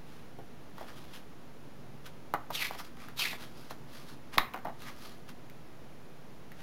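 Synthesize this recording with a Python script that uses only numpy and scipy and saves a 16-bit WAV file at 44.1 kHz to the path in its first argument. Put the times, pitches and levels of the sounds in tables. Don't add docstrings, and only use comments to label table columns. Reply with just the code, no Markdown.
import sys
import numpy as np
from scipy import signal
from scipy.fft import rfft, irfft
from scipy.io import wavfile

SR = 44100
rng = np.random.default_rng(int(sys.argv[2]) if len(sys.argv) > 2 else 0)


def wav_record(signal):
    frames = np.transpose(np.atleast_2d(signal))
    bounded = np.clip(frames, -1, 1)
    quanta = np.round(bounded * 32767).astype(np.int16)
    wavfile.write(sys.argv[1], SR, quanta)


N = 291942
TIME = np.arange(N) / SR


def amp(db):
    return 10 ** (np.asarray(db) / 20)


def evened(x):
    return x / np.sqrt(np.mean(x ** 2) + 1e-20)


def read(points, hz):
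    f, value = np.transpose(points)
    return np.interp(np.log(hz + 1), np.log(f + 1), value)


def add(mix, s, sound):
    part = mix[max(round(s * SR), 0):][:len(sound)]
    part += sound[:len(part)]


def coloured(x, points, tilt_db=0, size=4096):
    hz = np.fft.rfftfreq(size, 1 / SR)
    tilt = tilt_db * np.log2(np.maximum(hz, 500) / 2000)
    cepstrum = irfft(np.log(amp(read(points, hz) + tilt)))
    cepstrum[1:size // 2] *= 2
    cepstrum[size // 2 + 1:] = 0
    impulse = irfft(np.exp(rfft(cepstrum)))
    return signal.fftconvolve(x, impulse)[:len(x)]


def resonate(x, hz, width):
    turn = np.exp(2j * np.pi * np.cumsum(hz * np.ones(len(x))) / SR)
    r = np.exp(-np.pi * width / SR)
    in_frame = signal.lfilter([1 - r], [1, -r], x / turn + 1e-18)
    return 2 * (turn * in_frame).real


def wander(t, per_s):
    knots = rng.standard_normal(4096)
    return np.interp((t - t[0]) * per_s, np.arange(len(knots)), knots)


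def friction(t, slips_per_s, spread_db, clump_db, smooth_share):
    size = amp(spread_db * np.minimum(rng.exponential(1, len(t)), 4))
    happens = rng.random(len(t)) < slips_per_s / SR
    slips = size * rng.choice([-1, 1], len(t)) * happens
    fibres = smooth_share * rng.standard_normal(len(t))
    return (evened(slips) + fibres) * amp(clump_db * wander(t, per_s=220))


# (frequency [Hz], relative level [dB per Hz])
HISS_SPECTRUM = [(18, -34), (30, -15.5), (62, -5.5), (92, -7.5), (140, -0.5), (205, -3), (290, -4),
                 (450, -7.5), (900, -13.5), (2130, -21), (5580, -29.5), (7400, -33.5), (8000, -45),
                 (8700, -34), (15500, -36.5)]
HISS_DB = -53
# (frequency [Hz], rms level [dB])
HUM_TONES = [(61, -71.5), (121, -70), (142, -64), (242, -64)]


def background(waver=0.35, drift=0.99):
    hiss = amp(HISS_DB) * evened(coloured(rng.standard_normal(N), HISS_SPECTRUM))
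    hum = np.zeros(N)
    for hz, db in HUM_TONES:
        strength = 1 + waver * wander(TIME, per_s=2.59)
        phase = 2 * np.pi * hz * TIME + drift * wander(TIME, per_s=7)
        hum += amp(db) * evened(strength * np.sin(phase))
    return hiss + hum


# (time of strongest contact [s], length [s], level at that contact [dB], mean ring of the free corner [Hz])
BRUSH_STROKES = [ (0.13, 0.19, -60.5, 2600), (0.805, 0.082, -55, 3300), (0.885, .06, -51.3, 1700),
                 (0.98, .2, -56.5, 3480), (1.15, .065, -48.3, 3300), (2.066, .036, -47.5, 3000),
                 (2.73, .062, -48, 2300), (2.793, .037, -44.5, 5300), (2.846, .065, -55, 4900),
                 (3.029, .126, -52.5, 2200), (3.419, 0.09, -48.5, 3560), (3.60, .22, -57.5, 4900),
                 (3.713, .032, -49.5, 4000), (3.961, .144, -52, 4270), (4.099, 0.071, -53, 4500),
                 (4.344, .038, -44, 2400), (4.826, .07, -51, 4000), (4.882, 0.074, -46.5, 1900),
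                 (5.04, 0.17, -51.5, 4600), (5.294, 0.029, -48.5, 3160), (6.61, 0.091, -55, 2800), ]
# (frequency [Hz], relative level [dB per Hz])
STROKE_SPECTRUM = [(200, -28), (600, -6), (1200, 2), (2200, -2), (3500, -3), (5000, -4), (6600, -8),
                   (8000, -14), (10500, -8.5), (13000, -10.5), (16000, -14.5)]
# (frequency [Hz], width [Hz], gain before the ring share [dB])
HELD_PAGE_MODES = [(1225, 150, -4.5), (2750, 90, -9), (3300, 180, -3)]
RUB_RISE_SHARE, RUB_ROUNDNESS = .41, 1.6
RUB_TILT_DB, RUB_TILT_PER_OCTAVE = -1.23, 1.45


def rub(s, length, db, hz, ring=0.89, width_hz=520, free_db=0, waver=0.068):
    rise, fall = length * RUB_RISE_SHARE, length * (1 - RUB_RISE_SHARE)
    tilt_db = RUB_TILT_DB + RUB_TILT_PER_OCTAVE * np.log2(hz / 3000)
    t = np.arange(max(s - 2 * rise, 0), s + 2 * length, 1 / SR)
    contact = np.exp(-abs((t - s) / np.where(t < s, rise, fall)) ** RUB_ROUNDNESS)
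    slips = friction(t, slips_per_s=1200, spread_db=3.0, clump_db=2.0, smooth_share=1.0)
    page = sum(amp(mode_db) * resonate(slips, f, width) for f, width, mode_db in HELD_PAGE_MODES)
    corner_hz = hz * (1 + waver * wander(t, per_s=35.5))
    corner = amp(free_db) * resonate(slips, corner_hz, width_hz)
    stroke = evened(coloured(slips + ring * (page + corner), STROKE_SPECTRUM, tilt_db))
    return t[0], amp(db) * contact * stroke


CATCH_DB, CATCH_HZ, CATCH_DB_PER_S = 7, 1500, -70


def catch(length, db):
    tick_db = db + CATCH_DB + CATCH_DB_PER_S * length
    return buckle(tick_db, CATCH_HZ, flutter_db=-2, swell_ms=SWELL_MS)


# (frequency [Hz], relative level [dB per Hz])
CRACK_SPECTRUM = [(300, 1), (1400, -1), (3000, 3.5), (4200, 4), (6800, -3.5), (8000, -10), (10500, -2),
                  (12000, -1), (14300, 5), (16000, -4)]
# (frequency [Hz], width [Hz], relative level [dB])
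FREE_SHEET_MODES = [(330, 160, 2), (670, 160, -1), (807, 140, -1.5), (1156, 130, 0.5), (1460, 180, -1),
                    (1880, 230, -0.5), (2110, 300, 2.5), (2460, 90, 6), (2870, 150, 4), (3230, 140, 2),
                    (3780, 300, 7.5)]


def snap(db, hz, swell_ms, crack_db, flutter_db, flutter_s=0.011, crack_s=0.0023, crackle_db=-15,
         kick_s=0.00031, leak_hz=420):
    t = np.arange(SR // 5) / SR
    u = t / (swell_ms / 1000)
    swing = np.sin(2 * np.pi * hz * t)
    leak = signal.butter(2, leak_hz, "high", fs=SR)
    pop = signal.lfilter(*leak, u * np.exp(1 - u) * swing)
    crack_shape = np.exp(-t / crack_s) + amp(crackle_db) * np.exp(-t / flutter_s)
    crack_noise = evened(coloured(rng.standard_normal(len(t)), CRACK_SPECTRUM))
    crack = amp(crack_db) * crack_noise * crack_shape
    waves = rng.choice([-1, 1], len(t)) * np.exp(-t / flutter_s) * (1 - np.exp(-t / 0.0027))
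    kick = t * np.exp(-t / kick_s) * swing
    waves = signal.fftconvolve(kick, waves)[:len(t)]
    flutter = sum(amp(mode_db) * resonate(waves, f, width) for f, width, mode_db in FREE_SHEET_MODES)
    flutter *= amp(flutter_db) * np.linalg.norm(pop) / np.linalg.norm(flutter)
    return amp(db) * (pop + crack + flutter)


# (time [s], level [dB], pitch [Hz], flutter energy beside the pop [dB])
BUCKLES = [ (0.388, -35, 503, 6), (0.782, -35.5, 1020, 1), (2.3387, -14.3, 980, 0.3),
           (2.5038, -26, 850, -1), (2.5070, -23, 900, -15), (2.6236, -25, 2350, -8),
           (2.7097, -23.5, 820, -9), (2.7494, -34, 865, 1), (2.802, -32, 1160, -2), (3.0854, -36, 1450, -7),
           (3.3314, -30, 850, -1), (3.709, -29.5, 870, -1), (4.3745, -19.5, 440, 2),
           (4.537, -36.5, 2500, 0), (5.4985, -44.5, 2200, -8), (6.5182, -40, 1800, -3), ]
SWELL_MS = 0.45
CRACK_DB, CRACK_DB_PER_OCTAVE, CRACK_LAG = -17, 5, 0.3


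def buckle(db, hz, flutter_db, swell_ms, flutter_s=0.012):
    crack_db = CRACK_DB + CRACK_DB_PER_OCTAVE * np.log2(hz / 1000) - CRACK_LAG * (db + 30)
    return snap(db, hz, swell_ms, crack_db, flutter_db, flutter_s)


# (time of edge touch [s], level of first contact [dB], pitch [Hz], its swell time [ms], loss each rebound [dB])
SETTLINGS = [(0.8078, -29.5, 620, .5, 4), (4.5399, -23, 930, 0.3, 3), (4.6487, -25, 770, 1.35, 2.7)]
EDGE_LEAD_S, EDGE_TOUCH_DB, EDGE_TOUCH_HZ = .004, -11, 1030
REBOUND_S, REBOUND_SHRINK = .0172, .85


def landing(db, hz, swell_ms, loss_db, count=4, crack_db=-25, flutter_db=-1.5, stiffen=0.7):
    out, s = np.zeros(SR // 2), EDGE_LEAD_S
    add(out, 0, buckle(db + EDGE_TOUCH_DB, EDGE_TOUCH_HZ, flutter_db=4.5, swell_ms=SWELL_MS))
    for k in range(count):
        contact = snap(db - k * loss_db, hz, swell_ms * stiffen ** k, crack_db, flutter_db)
        add(out, s, contact)
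        s += REBOUND_S * REBOUND_SHRINK ** k
    return out


# (time [s], level before DRAG_DB is added [dB])
DRAG_CURVES = [
    [(2.515, -50), (2.521, -53), (2.553, -33), (2.585, -41.5), (2.627, -32.5), (2.639, -42), (2.649, -35),
     (2.685, -46), (2.7, -52)],
    [(3.162, -55), (3.196, -31), (3.264, -35.5), (3.302, -44), (3.31, -40.5), (3.37, -54.5)],
]
DRAG_DB = .9
PEEL_TIMES = [2.565, 3.205]
# (frequency [Hz], relative level [dB per Hz])
SCRAPE_SPECTRUM = [(150, -14), (400, -6.5), (900, -1.5), (1250, 2.5), (1600, -3.5), (2500, 1), (4000, 4.5),
                   (5200, -2), (6600, -6), (8000, -11), (10500, -7), (13500, -4), (16000, -18)]
HELD_HZ, FREE_HZ, PEEL_TIME_S = 4100, 2120, 0.015


def drag(rows, peel_s, width_hz=400, ring_db=1.7, upper_ratio=1.62, upper_db=-6, waver=0.064):
    s, level_db = np.transpose(rows)
    t = np.arange(s[0], s[-1], 1 / SR)
    slips = friction(t, slips_per_s=3200, spread_db=0.5, clump_db=2.0, smooth_share=0.66)
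    held = 1 / (1 + np.exp((t - peel_s) / PEEL_TIME_S))
    pitch = (FREE_HZ + (HELD_HZ - FREE_HZ) * held) * (1 + waver * wander(t, per_s=70.4))

    def ringing(hz):
        return evened(resonate(resonate(slips, hz, 2 * width_hz), hz, 2 * width_hz))

    lower, upper = ringing(pitch), ringing(pitch * upper_ratio)
    free = np.clip((4200 - pitch) / 1200, .3, 1)
    scrape = friction(t, slips_per_s=2000, spread_db=2.5, clump_db=2.0, smooth_share=1.0)
    ring = free * (amp(ring_db) * lower + amp(upper_db) * free * upper)
    swish = evened(coloured(scrape, SCRAPE_SPECTRUM)) + ring
    return s[0], amp(DRAG_DB + np.interp(t, s, level_db)) * evened(swish)


FLIP_S, PUFF_DELAY_S = 4.381, .002


def flip(count=3, gap_s=.0013, first_hz=3750, fall_ratio=.55, db=-9.7, swell_ms=.24, lengthen=1.8,
         crack_db=-15.5, dulling_db=2.5, flutter_db=-11.5, flutter_s=.03, crackle_db=-21):
    out = np.zeros(SR // 2)
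    for k in range(count):
        hz, swell = first_hz * fall_ratio ** k, swell_ms * lengthen ** k
        edge_db = crack_db - k * dulling_db
        add(out, k * gap_s, snap(db, hz, swell, edge_db, flutter_db, flutter_s, crackle_db=crackle_db))
    return out


def puff(db=-28, rise_s=0.00076, swing_hz=2.5, fade_s=0.078):
    t = np.arange(SR // 2) / SR
    swing = np.cos(2 * np.pi * swing_hz * t + 0.59)
    return amp(db) * (1 - np.exp(-t / rise_s)) * np.exp(-t / fade_s) * swing


# (frequency [Hz], time to fall 60 dB [s])
DECAY_TIMES = [(250, 0.35), (700, 0.36), (1800, 0.37), (4600, 0.21), (14000, 0.34)]


def room(x, gap_s=.004):
    count = SR // 2
    arrives = (rng.random(count) < 4000 / SR) * (TIME[:count] > gap_s)
    taps = rng.choice([-1., 1.], count) * arrives
    hz, t, z = signal.stft(taps, SR, nperseg=256)
    decay = amp(-60 * t / read(DECAY_TIMES, hz)[:, None])
    tail = signal.istft(z * decay, SR)[1]
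    return signal.fftconvolve(x, tail / np.linalg.norm(tail))[:N]


def scene():
    paper = np.zeros(N)
    for s, db, hz, flutter_db in BUCKLES:
        add(paper, s, buckle(db, hz, flutter_db, SWELL_MS))
    for s, *fall in SETTLINGS:
        add(paper, s, landing(*fall))
    for rows, peel_s in zip(DRAG_CURVES, PEEL_TIMES):
        add(paper, *drag(rows, peel_s))
    for s, length, db, hz in BRUSH_STROKES:
        add(paper, *rub(s, length, db, hz))
        add(paper, s, catch(length, db))
    add(paper, FLIP_S, flip())
    air = paper + amp(-12.0) * room(paper) + background()
    add(air, FLIP_S + PUFF_DELAY_S, puff())
    return air[None]


EDGE_HZ, OFFSET = 15900, .0077


def record(dry):
    low_pass = signal.firwin(511, EDGE_HZ, window=("kaiser", 9), fs=SR)
    return signal.oaconvolve(dry, low_pass[None], "same") + OFFSET


dry = scene()
out = record(dry)
wav_record(out)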